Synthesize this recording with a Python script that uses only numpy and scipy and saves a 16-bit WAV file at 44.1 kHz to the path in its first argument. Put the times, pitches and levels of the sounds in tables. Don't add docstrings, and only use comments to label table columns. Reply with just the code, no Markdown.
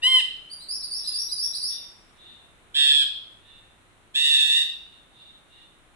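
import sys
import numpy as np
from scipy import signal
from scipy.fft import rfft, irfft, next_fast_len
from scipy.io import wavfile
from scipy.ndimage import uniform_filter1d

SR = 44100
rng = np.random.default_rng(int(sys.argv[2]) if len(sys.argv) > 2 else 0)


def int16_out(signal):
    q = np.round(np.clip(np.atleast_2d(signal).T, -1, 1) * 32767)
    wavfile.write(sys.argv[1], SR, q.astype(np.int16))


N = 262395

# f/Hz, relative density/dB per Hz
AIR_SPECTRUM = [(12, -33.5), (20, 1.5), (76, -8), (289, -12.5), (333, -9.5), (382, -12.5), (427, -15),
                (1160, -14.5), (1270, -13.5), (1870, -16.5), (3640, -20.5), (3960, -21), (4810, -35),
                (9660, -25), (15500, -57)]
# t/s, level/dB
AIR_LEVEL = [(0, -57.5), (2.001, -58.5), (4.001, -60), (5.95, -60)]
# f/Hz, correlation/0-1
AIR_LIKENESS = [(30, 0.17), (150, 0.5), (600, .6), (1500, 0), (3000, 0)]
# top of band f/Hz, t60/s, relative level/dB
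ROOM_BANDS = [(1300, 0.23, 10.5), (2130, 0.43, 3), (3600, 0.63, -1.5), (6060, 0.58, 1.5), (10500, 0.4, 2),
              (15980, 0.49, -0.5)]

# t/s, pitch f/Hz, level/dB
WHISTLE_HELD = [(.063, 1004, -19), (.079, 1046, -21.5), (.11, 1050, -23.5), (.16, 1021, -18),
                (.183, 1003, -21.5), (.197, 932, -24)]
# f/Hz, gain/dB
WHISTLE_THROAT = [(900, -30.5), (2000, -11.5), (3100, 4), (3700, -8.5), (4150, -14.5), (5200, -22),
                  (6300, -33), (7300, -25.5), (8300, -17), (9400, -27.5), (10400, -26.5), (11400, -45),
                  (12500, -32), (15000, -54)]

# start t/s, length/s, from f/Hz, to f/Hz, opening level/dB, swell/dB
TWITTER_SLURS = [(0.496, 0.039, 4300, 4814, -46.5, 4), (0.682, .09, 4467, 5440, -36.5, -5.5),
                 (0.908, 0.092, 4427, 5567, -37, -3.5), (1.134, 0.095, 4430, 5704, -36.5, 1),
                 (1.376, 0.09, 4456, 5677, -35, 0), (1.61, 0.1, 4300, 5652, -37.5, 1)]
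# start t/s, low f/Hz, wait on the low note/s, peak f/Hz, low-note level/dB, peak level/dB
TWITTER_CHIPS = [(.595, 3840, 0.018, 4495, -55, -48.5), (.818, 3740, .004, 4910, -47, -36),
                 (1.038, 3920, 0.024, 5030, -44.5, -34), (1.28, 3860, .024, 4994, -47, -34.5),
                 (1.52, 3818, 0.022, 5084, -46, -33.5)]
# f/Hz, gain/dB
TWITTER_THROAT = [(3500, 5.5), (6000, 1.5), (7800, -10.5), (9600, 0), (11500, -10), (14000, -30.5),
                  (16000, -19)]

# start t/s, length/s, top pitch f/Hz, top level/dB, lift of the lower partials/dB
FAR_ANSWERS = [(0.942, 0.304, 900, -52.5, 2), (1.402, 0.095, 860, -46, 7), (1.657, 0.15, 915, -43.5, -2.5),
               (2.132, 0.27, 917, -51.5, -0.5), (3.378, 0.27, 903.5, -56.5, 7),
               (4.868, 0.133, 939, -52, -1), (5.088, 0.27, 930, -50.5, -5.5), (5.463, 0.2, 941, -50, 0.5)]
# f/Hz, gain/dB
ANSWER_THROAT = [(900, -55), (1850, -21), (2750, -12), (3650, 4.5), (4300, -74)]

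# t/s, f/Hz, level/dB
HUM_PATH = [(2.5, 97.8, -81), (3.1, 100.8, -70.5), (3.5, 99.55, -68), (4.0, 101.6, -71.5), (4.8, 101, -89)]

# t/s, pitch f/Hz, level/dB
BUZZ_CALLS = [
    [(2.785, 878.4, -8), (2.855, 870.6, -6.5), (2.935, 842.8, -7.5), (2.995, 838, -10.5), (3.026, 805, -11)],
    [(4.185, 907.5, -17), (4.27, 917, -15), (4.36, 886.4, -16.5), (4.415, 876.6, -16), (4.47, 872, -18.5),
     (4.575, 927.3, -15.5), (4.62, 925.6, -19.5)],
]
# f/Hz, gain/dB
BUZZ_THROATS = [
    [(900, -59), (1850, -28.5), (2200, -42), (2700, -24), (3400, -8), (4300, -29.5), (5400, -35),
     (6000, -52.5), (8100, -34.5), (9500, -40.5), (10500, -47.5), (12000, -64), (13500, -52), (15000, -71)],
    [(900, -50), (1900, -21), (2250, -27), (2750, -12.5), (3650, -2.5), (4100, -19), (4500, -26.5),
     (5400, -30), (6400, -34), (8100, -26.5), (9000, -36.5), (10000, -33), (12300, -39.5), (13500, -62)],
]
BUZZ_SWINGS = [(.085, .03), (.055, .035)]

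SCOOP_S, SCOOP_SHARE, SCOOP_DB = .047, .14, -4
ATTACK_S, ATTACK_DB = .018, -22
DROP_S, DROP_SHARE, DROP_DB = .022, .2, -7

SLUR_BEND = 1.8
CHIP_CREEP, CHIP_JUMP_S = 0.0525, 0.01277
CHIP_FALL_S, CHIP_SAG, CHIP_FADE_DB = 0.0198, 0.0484, -9

BUZZ_HZ = 144
BUZZ_DB, BUZZ_TURN = 3.5, 0.9
TOP_HZ = 15500


def undb(db):
    return 10 ** (np.asarray(db) / 20)


def on_log(hz, table):
    f, v = np.transpose(table)
    return np.interp(np.log(np.maximum(hz, 1)), np.log(f), v)


def walk(rate, size):
    hold = max(int(SR / rate), 2)
    steps = np.repeat(rng.standard_normal(size // hold + 1), hold)
    slewed = uniform_filter1d(uniform_filter1d(steps, hold), hold)
    return 1.3 * slewed[:size]


def add(track, rows, throat, count, buzz_db=0., buzz_turn=0., jitter=.002, edge_s=0.006,
        dull=0., croak=0., settle_s=.01, shimmer_db=0.):
    s, hz, db, *swing = np.transpose(rows)
    start, stop = int(s[0] * SR), int(s[-1] * SR)
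    t = np.arange(start, stop) / SR
    smooth = int(0.00511 * SR)
    hz, db = (uniform_filter1d(np.interp(t, s, c), smooth, mode="nearest") for c in (hz, db))

    buzz_rate = BUZZ_HZ * (1 + .008 * walk(40, size=len(t)))
    buzz = 2 * np.pi * np.cumsum(buzz_rate) / SR
    raggedness = jitter + croak * np.exp(-(t - s[0]) / settle_s)
    hz = hz * (1 + raggedness * walk(900, size=len(t)))
    if swing:
        hz = hz * (1 + np.interp(t, s, swing[0]) * np.sin(buzz))
    phase = 2 * np.pi * np.cumsum(hz) / SR

    note = np.zeros(len(t))
    for k in range(1, count + 1):
        weight = undb(on_log(k * hz, throat) + dull * k * (db - db.max()))
        below_limit = k * hz < .45 * SR
        note += weight * below_limit * np.sin(k * phase + k * k)
    edge = np.clip(np.minimum(t - s[0], s[-1] - t) / edge_s, 0, 1)
    level = db + buzz_db * np.sin(buzz + buzz_turn) + shimmer_db * walk(201.9, size=len(t))
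    track[start:stop] += np.sqrt(2) * note * edge * undb(level)


def heard(voice, lag_s, pan_db, wet_db, direct_db=0.):
    t = np.arange(SR) / SR
    f = np.fft.rfftfreq(SR, 1 / SR)
    noise = rfft(rng.standard_normal((2, SR)))
    echoes, low = 0, 0
    for top, t60, db in ROOM_BANDS:
        band = irfft(noise * ((f >= low) & (f < top)), SR)
        echoes = echoes + undb(db - 60 * t / t60) * band
        low = top
    onset = np.clip((t - .003) / 0.00067, 0, 1)
    echoes *= onset * undb(wet_db) / np.sqrt(SR * 0.038)

    size = next_fast_len(N + SR)
    f = np.fft.rfftfreq(size, 1 / SR)
    side = np.array([[.5], [-.5]])
    delay_s = side * lag_s + 0.001006
    straight = undb(direct_db + side * pan_db) * np.exp(-2j * np.pi * f * delay_s)
    return irfft(rfft(voice, size) * (straight + rfft(echoes, size)), size)[:, :N]


def framed(held, drop_s=DROP_S):
    (s0, hz0, db0), (s1, hz1, db1) = held[0], held[-1]
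    left = np.array([1, 1 - ATTACK_S / SCOOP_S, .3])
    scoop_hz = hz0 * (1 - SCOOP_SHARE * left ** 2)
    scoop_db = db0 + SCOOP_DB * left + [ATTACK_DB, 0, 0]
    scoop = np.transpose([s0 - SCOOP_S * left, scoop_hz, scoop_db])
    gone = np.array([.5, 1])
    drop_hz = hz1 * (1 - DROP_SHARE * gone ** 2)
    drop = np.transpose([s1 + drop_s * gone, drop_hz, db1 + DROP_DB * gone])
    return np.vstack([scoop, held, drop])


def air():
    f = np.fft.rfftfreq(N, 1 / SR)
    alike = np.clip(on_log(f, AIR_LIKENESS), 0, 1)
    mid, side = rfft(rng.standard_normal((2, N)))
    both = np.sqrt(1 + alike) * mid + np.sqrt(1 - alike) * side * np.array([[1], [-1]])
    noise = irfft(both * undb(on_log(f, AIR_SPECTRUM)), N)
    level = undb(np.interp(np.arange(N) / SR, *np.transpose(AIR_LEVEL)))
    return noise * level / np.sqrt(np.mean(noise.mean(axis=0) ** 2))


def whistle():
    voice = np.zeros(N)
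    add(voice, framed(WHISTLE_HELD, drop_s=.016), WHISTLE_THROAT, count=15,
        jitter=.0008, dull=0.03, croak=.025, settle_s=0.015)
    return heard(voice, lag_s=.00007, pan_db=1.2, wet_db=-3.5)


def twitter():
    voice = np.zeros(N)
    u = np.linspace(0, 1, num=9)
    notes = []
    for s, length, lo, hi, db, swell_db in TWITTER_SLURS:
        slur_hz = hi - (hi - lo) * (1 - u) ** SLUR_BEND
        notes.append(np.transpose([s + length * u, slur_hz, db + swell_db * u]))
    for s, lo, wait, hi, low_db, db in TWITTER_CHIPS:
        top = s + wait + CHIP_JUMP_S
        notes.append([
            (s, lo, low_db),
            (s + wait, lo * (1 + CHIP_CREEP), low_db),
            (top, hi, db),
            (top + CHIP_FALL_S, hi * (1 - CHIP_SAG), db + CHIP_FADE_DB),
        ])
    for rows in notes:
        add(voice, rows, TWITTER_THROAT, count=3, jitter=0.00033, shimmer_db=2.5)
    return heard(voice, lag_s=-.00005, pan_db=-3., wet_db=3.5, direct_db=-2.)


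def answers():
    voice = np.zeros(N)
    for s, length, hz, db, lift_db in FAR_ANSWERS:
        times = s + length * np.array([0, .4, 1])
        arch = hz * np.array([.975, 1, .99])
        swell = db - np.array([11., 0, 5.])
        rows = np.transpose([times, arch, swell, np.full(3, .04)])
        throat = [(f, g + lift_db * (f < 3 * hz + BUZZ_HZ)) for f, g in ANSWER_THROAT]
        add(voice, rows, throat, count=4, buzz_db=4.5, buzz_turn=.6, jitter=.007, edge_s=.06, shimmer_db=2.5)
    return heard(voice, lag_s=0., pan_db=0., wet_db=1.5, direct_db=-9.)


def hum():
    tone = np.zeros(N)
    add(tone, HUM_PATH, [(50, 0), (200, 0)], count=1, jitter=0.023)
    return tone


def buzzes():
    voice = np.zeros(N)
    for held, swing, throat in zip(BUZZ_CALLS, BUZZ_SWINGS, BUZZ_THROATS):
        rows = framed(held)
        times = rows[:, 0]
        rows = np.column_stack([rows, np.interp(times, times[[0, -1]], swing)])
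        add(voice, rows, throat, count=17, buzz_db=BUZZ_DB, buzz_turn=BUZZ_TURN,
            jitter=.001, croak=.05, settle_s=.012, shimmer_db=1.)
    return heard(voice, lag_s=.00012, pan_db=-3.15, wet_db=-3.5)


def scene():
    return air() + whistle() + twitter() + answers() + hum() + buzzes()


def record(dry):
    low_pass = signal.ellip(10, .2, 70, TOP_HZ, fs=SR, output="sos")
    return signal.sosfilt(low_pass, dry)


dry = scene()
out = record(dry)
int16_out(out)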